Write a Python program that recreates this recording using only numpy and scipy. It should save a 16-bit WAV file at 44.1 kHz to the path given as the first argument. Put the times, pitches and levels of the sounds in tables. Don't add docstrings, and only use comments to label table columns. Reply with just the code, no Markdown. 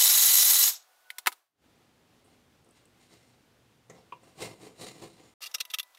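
import sys
import numpy as np
from scipy import signal
from scipy.fft import rfft, irfft, next_fast_len
from scipy.io import wavfile
from scipy.ndimage import map_coordinates

SR = 44100
rng = np.random.default_rng(int(sys.argv[2]) if len(sys.argv) > 2 else 0)


def transcribe(signal):
    frames = np.atleast_2d(signal).T
    limited = np.clip(frames, -1, 1)
    pcm = np.round(limited * 32767).astype(np.int16)
    wavfile.write(sys.argv[1], SR, pcm)


N = 263718


def amp(db):
    return 10 ** (np.asarray(db) / 20)


def unit(x):
    return x / np.sqrt(np.mean(x ** 2) + 1e-20)


def clock():
    return np.arange(N) / SR


def noise(size=N):
    return rng.standard_normal(size)


def wobble(rate):
    knots = noise(size=int(N * rate / SR) + 4)
    return map_coordinates(knots, [clock() * rate])


def along(points, hz):
    f, values = np.transpose(points)
    return np.interp(np.log(hz + 1), np.log(f + 1), values)


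def filtered(x, response):
    size = next_fast_len(len(x) + 8192)
    hz = np.fft.rfftfreq(size, 1 / SR)
    return irfft(rfft(x, size) * response(hz), size)[:len(x)]


def shaped(x, response):
    power = np.mean(np.abs(response(np.linspace(0, SR / 2, 8192))) ** 2)
    return filtered(x, response) / np.sqrt(power)


def coloured(x, spectrum):
    return shaped(x, lambda hz: amp(along(spectrum, hz)))


def resonate(x, modes, sign=-1):
    low_hz = 0.58 * modes[0][0]

    def response(f):
        total = 0
        for k, (hz, width, db) in enumerate(modes):
            mode = 1j * f * width / (hz * hz - f * f + 1j * f * width)
            total = total + np.sign(sign) ** k * amp(db) * mode
        return total * f ** 2 / (low_hz ** 2 + f ** 2)

    return shaped(x, response)


def shifting(modes, sway_db, rate):
    total = np.zeros(N)
    for hz, width, db in modes:
        strength = amp(db + sway_db * wobble(rate)) * np.sqrt(width)
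        total += strength * resonate(noise(), [(hz, width, 0)])
    return unit(total)


def swell(start, end, rise_db_per_s, fall_db_per_s):
    t = clock()
    rise_db = rise_db_per_s * np.maximum(start - t, 0)
    fall_db = fall_db_per_s * np.maximum(t - end, 0)
    return amp(-rise_db - fall_db)


def grit(rate, spread_db):
    slipping = rng.random(N) < rate / SR
    sizes = noise() * amp(spread_db * noise())
    return unit(slipping * sizes)


def struck(s, t60):
    t = clock() - s
    return noise() * (t >= 0) * amp(-60 * np.abs(t) / t60)


# (f/Hz, t60/s)
WALL_DECAY = [(150, 0.3), (1000, 0.068), (4000, 0.099), (15000, 0.13)]


def reverb(x, speed):
    hz, t, z = signal.stft(noise(size=SR // 3), SR, nperseg=128)
    decay = amp(-60 * t * speed / along(WALL_DECAY, hz)[:, None])
    tail = signal.istft(z * decay, SR, nperseg=128)[1]
    return signal.fftconvolve(x, tail / np.linalg.norm(tail))[:N]


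# (f/Hz, width/Hz, relative level/dB)
BENCH_MODES = [(124, 10, -2), (158, 18, 10), (245, 24, -9), (298, 24, -6), (337, 20, 2), (422, 40, -2),
               (508, 30, -5), (658, 24, -2), (716, 18, -1), (1017, 55, -3)]
# (f/Hz, relative level/dB)
BOARD_BOOM = [(60, -18), (115, 0.5), (200, 0.5), (450, 4.5), (900, -5), (1200, -39), (2500, -41),
              (5000, -53)]


def bench(force, modes_db=0.5):
    boom = coloured(force, BOARD_BOOM)
    modes = resonate(force, BENCH_MODES, sign=1)
    return (boom + amp(modes_db) * modes) / 2


# (f/Hz, relative level/dB)
ROOM_SPECTRUM = [(18, -48.5), (30, -18.5), (123, -4.5), (156, -8.5), (249, -7.5), (518, -12.5), (639, -15),
                 (830, -15), (897, -17), (1400, -18.5), (1910, -20.5), (3150, -21.5), (15500, -35.5)]
# (f/Hz, relative level/dB)
FAST_SPECTRUM = [(30, -16), (200, -22.5), (330, -11), (650, 2), (1100, 2), (2000, -3.5), (4000, -5.5),
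                 (8000, -9), (15500, -9)]
# (start t/s, end t/s, level/dB)
FAST_AIR_SPELLS = [(0, 1.367, -66), (5.39, 5.504, -59), (5.547, 6, -66)]
# (peak t/s, half-length/s, f/Hz, mean rms level at the peak/dB)
HUM_SWELLS = [(1, .4, 737, -77), (1, .3, 1470, -75), (1.12, .1, 1480, -65), (3.9, 1.5, 123, -75),
              (2.8, 1.2, 245, -77), (5.7, .3, 992, -73), (5.68, .33, 1990, -70)]
# (start t/s, end t/s)
SILENCE = (5.338, 5.407)
ROOM_IN_S, ROOM_RISE_DB_PER_S, ROOM_DB = 1.64, 226, -65.5
FAST_FADE_DB_PER_S, ABRUPT_DB_PER_S = 150, 5000


def workshop():
    t = clock()
    slow = swell(ROOM_IN_S, SILENCE[0], ROOM_RISE_DB_PER_S, ABRUPT_DB_PER_S)
    air = slow * amp(ROOM_DB + 0.599 * wobble(12)) * coloured(noise(), ROOM_SPECTRUM)
    fast = np.zeros(N)
    for start, end, db in FAST_AIR_SPELLS:
        fast += amp(db) * swell(start, end, ABRUPT_DB_PER_S, FAST_FADE_DB_PER_S)
    fast_air = fast * coloured(noise(), FAST_SPECTRUM)
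    hum = np.zeros(N)
    for s, half, hz, db in HUM_SWELLS:
        envelope = np.clip(1 - ((t - s) / half) ** 2, 0, 1)
        tone = np.sin(2 * np.pi * hz * t + 0.8 * wobble(37))
        hum += amp(db + 2.0 * wobble(7.1)) * envelope * tone
    return air + fast_air + np.sqrt(2) * hum


# (multiple of its frequency, mean rms level/dB)
MOTOR_HARMONICS = [(1, -46.5), (2, -35.5), (5, -31), (7, -39.5)]
# (f/Hz, relative level/dB)
AIR_SPECTRUM = [(30, -35), (150, -36.5), (290, -35), (820, -15), (1700, -12.5), (3000, -10.5), (3700, -4.5),
                (4800, -8), (6800, -2.5), (9000, -6.5), (10500, -7), (11700, 1.5), (13400, -7), (15500, -5)]
# (f/Hz, width/Hz, relative level/dB)
VENT_MODES = [(3000, 90, -7), (3720, 260, -7.5), (4310, 130, -6), (5400, 710, -4), (6600, 220, 0.5),
              (6970, 120, -6), (7780, 130, -1), (11620, 270, -3), (13200, 180, -1), (14600, 350, -8.5)]
MOTOR_HZ = 1996.5
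OFF_S, COAST_S = 0.68, 0.26
AIR_DB, AIR_SAG_DB_PER_S, AIR_FALL_DB_PER_S = -24, 3.5, 263.5
HISS_DB, HISS_FALL_DB_PER_S = -20.5, 380


def heat_gun(split_hz=8000, vents_db=-3, flutter_db=1.2, drift_hz=1.5):
    t = clock()
    coasting = np.maximum(t - OFF_S, 0)
    air_db = AIR_DB - AIR_SAG_DB_PER_S * t - AIR_FALL_DB_PER_S * coasting
    hiss_db = HISS_DB - HISS_FALL_DB_PER_S * coasting
    vents = shifting(VENT_MODES, sway_db=3.0, rate=70)
    air = coloured(noise(), AIR_SPECTRUM) + amp(vents_db) * vents
    body = filtered(air, lambda hz: 1 / (1 + (hz / split_hz) ** 8))
    rush = amp(air_db + 0.96 * wobble(60)) * unit(body)
    rush += amp(hiss_db + 1.4 * wobble(60)) * unit(air - body)

    motor_hz = MOTOR_HZ + drift_hz * wobble(8) + 1.9 * wobble(120)
    phase = 2 * np.pi * np.cumsum(motor_hz) / SR
    whine = np.zeros(N)
    for multiple, db in MOTOR_HARMONICS:
        whine += np.sqrt(2) * amp(db + 2.9 * wobble(90)) * np.sin(round(multiple) * phase)

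    powered = np.clip((OFF_S - t) / 0.074 + 0.34, 0, 1)
    turning = np.clip((COAST_S - coasting) / 0.022, 0, 1)
    return turning * rush * amp(flutter_db * wobble(250)) + powered * whine


# (t/s, bench level/dB, case level/dB, crack level/dB), before filtering
GUN_KNOCKS = [(1.103, -58, -31, -38.5), (1.184, -43.5, -36.5, -30), (1.261, -37, -22.5, -32.5),
              (1.2703, -14, -19.5, -16.5), (1.275, -31, -19, -26.5), (1.3187, -48.5, -46.5, -45.5),
              (1.3248, -47, -46.5, -40.5)]
# (f/Hz, width/Hz, relative level/dB)
THUD_MODES = [(370, 35, -17.5), (480, 130, -9), (814, 27, -4), (977, 130, 5), (1256, 61, 2.5),
              (1440, 73, -6)]
# (f/Hz, relative level/dB)
CASE_SPECTRUM = [(600, -36.5), (1200, -10.5), (2100, 3.5), (2800, -3), (3600, -7.5), (7000, -37)]
# (f/Hz, relative level/dB)
CRACK_SPECTRUM = [(1500, -36.5), (3000, -3.5), (3900, 2), (6000, -7), (10000, -3), (15500, -5.5)]
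THUD_LOW_HZ = 284


def clacks(bench_t60=0.036, case_t60=0.021, crack_t60=0.038, room_db=-16):
    wood, case, crack = np.zeros(N), np.zeros(N), np.zeros(N)
    for s, bench_level, case_level, crack_level in GUN_KNOCKS:
        wood += amp(bench_level) * struck(s, bench_t60)
        case += amp(case_level) * struck(s, case_t60)
        crack += amp(crack_level) * struck(s, crack_t60)
    out = resonate(wood, THUD_MODES, sign=1)
    out += coloured(case, CASE_SPECTRUM) + coloured(crack, CRACK_SPECTRUM)
    highpass = signal.butter(4, THUD_LOW_HZ, 'highpass', fs=SR, output='sos')
    out = signal.sosfilt(highpass, out)
    return out + amp(room_db) * reverb(out, speed=1.3)


# (t/s, level of the force/dB, ring f/Hz, decay t60/s, relative bench level/dB)
LIGHT_TOUCHES = [(2.243, -70.5, 8900, 0.27, -60.5), (2.646, -62, 8300, 0.015, -66),
                 (2.662, -73, 8400, 0.024, -60.5), (2.689, -58, 8500, 0.011, -60.5),
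                 (2.709, -59, 8650, 0.018, -74), (2.855, -50.5, 8500, 0.0077, -64),
                 (3.898, -49.5, 6640, 0.046, -43.5), (3.899, -52.5, 2043, 0.11, -64),
                 (4.123, -36, 965, 0.045, -53.5), (4.1223, -46, 2570, 0.063, -53),
                 (4.233, -66, 8250, 0.042, -53.5)]


def touches(damping=0.25, bumps_db=-1.5):
    rings, bumps = np.zeros(N), np.zeros(N)
    for s, db, hz, t60, bench_db in LIGHT_TOUCHES:
        width = damping * hz

        def ring(f):
            return (1j * f * width / (hz ** 2 - f ** 2 + 1j * f * width)) ** 2

        rings += amp(db) * shaped(struck(s, t60), ring)
        bumps += amp(bench_db + bumps_db) * struck(s, t60=0.13)
    return rings + bench(bumps)


# (f/Hz, width/Hz, relative level/dB)
STEEL_MODES = [(2068, 110, 6), (2780, 120, 2), (3980, 280, 1), (4600, 150, -1.5), (5460, 170, -3.5),
               (6980, 230, 1), (8540, 970, -3)]
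# (f/Hz, relative level/dB)
SCRATCH_SPECTRUM = [(500, -19), (1000, -4), (1400, -9), (2400, -2), (3300, -4), (4200, -1), (6000, -6.5),
                    (8800, -9.5), (11000, -18), (15500, -29)]
# (t of full pressure/s, hold/s, relative bench rumble level/dB, relative tip scratch level/dB)
SCRIBER_STROKES = [(2.28, 0.053, -68, -72.5), (2.765, .003, -69, -64), (3.014, .025, -73, -65),
                   (3.114, 0.041, -64, -63), (3.22, .12, -72, -71.5), (3.945, .05, -56.5, -69),
                   (4.242, 0.056, -59.5, -65.5), (4.418, 0.022, -37, -41.5), (4.47, 0.0061, -46.5, -59.5),
                   (4.62, 0.048, -49, -56), (4.811, .025, -43.5, -47), (4.874, 0.0088, -50.5, -51.5),
                   (4.948, .05, -57, -60.5), (5.027, 0.0098, -44.5, -50.5), (5.12, 0.16, -75, -67),
                   (5.198, 0.025, -56.5, -66.5)]
PRESS_DB_PER_S, EASE_DB_PER_S = 440, 210


def scribing(rumble_db=-3.0, tip_db=-1, ring_db=2, chatter_db=1.77):
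    chatter = amp(chatter_db * wobble(130))
    slips = grit(7000, 2.5)
    ring = shifting(STEEL_MODES, sway_db=2.5, rate=12)
    rumble = unit(bench(slips * chatter))
    scratch = unit(chatter * (coloured(slips, SCRATCH_SPECTRUM) + amp(ring_db) * ring))
    on_bench, on_tip = np.zeros(N), np.zeros(N)
    for s, hold, bench_level, tip_level in SCRIBER_STROKES:
        pressure = swell(s, s + hold, PRESS_DB_PER_S, EASE_DB_PER_S)
        on_bench = np.hypot(on_bench, amp(bench_level) * pressure)
        on_tip = np.hypot(on_tip, amp(tip_level) * pressure)
    return amp(rumble_db) * on_bench * rumble + amp(tip_db) * on_tip * scratch


# (t/s, length/s, level of the force/dB, main ring f/Hz, high zing level above the force/dB)
HURRIED_STROKES = [(5.423, 0.021, -41, 4340, -37), (5.449, 0.0011, -44, 3230, -17),
                   (5.46, 0.014, -43.5, 4630, -24), (5.514, 0.004, -53, 5460, -18),
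                   (5.545, 0.0075, -29.5, 5400, -27), (5.583, 0.0017, -47.5, 2980, -18),
                   (5.605, 0.0076, -29.5, 4000, -22), (5.652, 0.00086, -43, 2880, -3),
                   (5.702, 0.0051, -45, 3500, -18), (5.713, 0.0017, -48, 3570, 0),
                   (5.739, 0.0083, -30.5, 3270, -14), (5.786, 0.00063, -29, 3020, -7),
                   (5.797, 0.0051, -33, 3480, -8), (5.83, 0.00062, -48, 3620, 4.5),
                   (5.948, 0.00075, -51.5, 3430, -32), (5.972, 0.0024, -55.5, 1940, -29)]
# (f/Hz, width/Hz, relative level/dB)
FLICK_MODES = [(513, 76, -5), (1273, 87, 3), (2020, 200, 0), (2430, 88, -1), (2760, 134, 12.5),
               (3450, 140, 9), (3790, 47, 11), (4060, 66, -24), (4800, 120, -11), (5530, 360, 1.5),
               (7100, 130, -25), (8160, 110, 2.5), (14100, 900, -14)]
# (f/Hz, relative level/dB)
RASP_SPECTRUM = [(120, -87), (200, -71.5), (315, -35.5), (1280, -12), (1590, -14.5), (2750, -10),
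                 (5910, -9.5), (7620, -15.5), (13600, -9), (15500, -21)]


def flicks(rasp_db=-6.0, modes_db=-4.5, main_db=-5, damping=0.12, zing_hz=11400, zing_width_hz=450,
           release_t60=0.025, softness=0.026, room_db=-16):
    t = clock()
    drag, rings, zing = np.zeros(N), np.zeros(N), np.zeros(N)
    slips = grit(20000, 3)
    for s, length, db, hz, zing_db in HURRIED_STROKES:
        rise_db = np.maximum(s - t, 0) / (softness * length)
        fall_db = 60 * np.maximum(t - s - length, 0) / release_t60
        force = amp(db - np.minimum(rise_db + fall_db, 200)) * slips
        drag += force
        zing += amp(zing_db) * force
        rings += resonate(force, [(hz, damping * hz, 0)])
    out = amp(rasp_db) * coloured(drag, RASP_SPECTRUM)
    out += amp(modes_db) * resonate(drag, FLICK_MODES, sign=1)
    out += amp(main_db) * rings
    out += resonate(zing, [(zing_hz, zing_width_hz, 0)])
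    return out + amp(room_db) * reverb(out, speed=2.2)


def scene():
    hand_work = touches() + scribing()
    hand_echo = amp(-7.0) * reverb(hand_work, speed=0.48)
    sound = workshop() + heat_gun() + clacks() + hand_work + hand_echo + flicks()
    outside_s = np.maximum(SILENCE[0] - clock(), clock() - SILENCE[1])
    audible = np.clip(outside_s / 0.002 + 1, 0, 1)
    return (audible * sound)[None]


TOP_HZ = 15700


def record(dry):
    return filtered(dry[0], lambda hz: np.clip((TOP_HZ - hz) / 500 + 0.5, 0, 1))[None]


dry = scene()
out = record(dry)
transcribe(out)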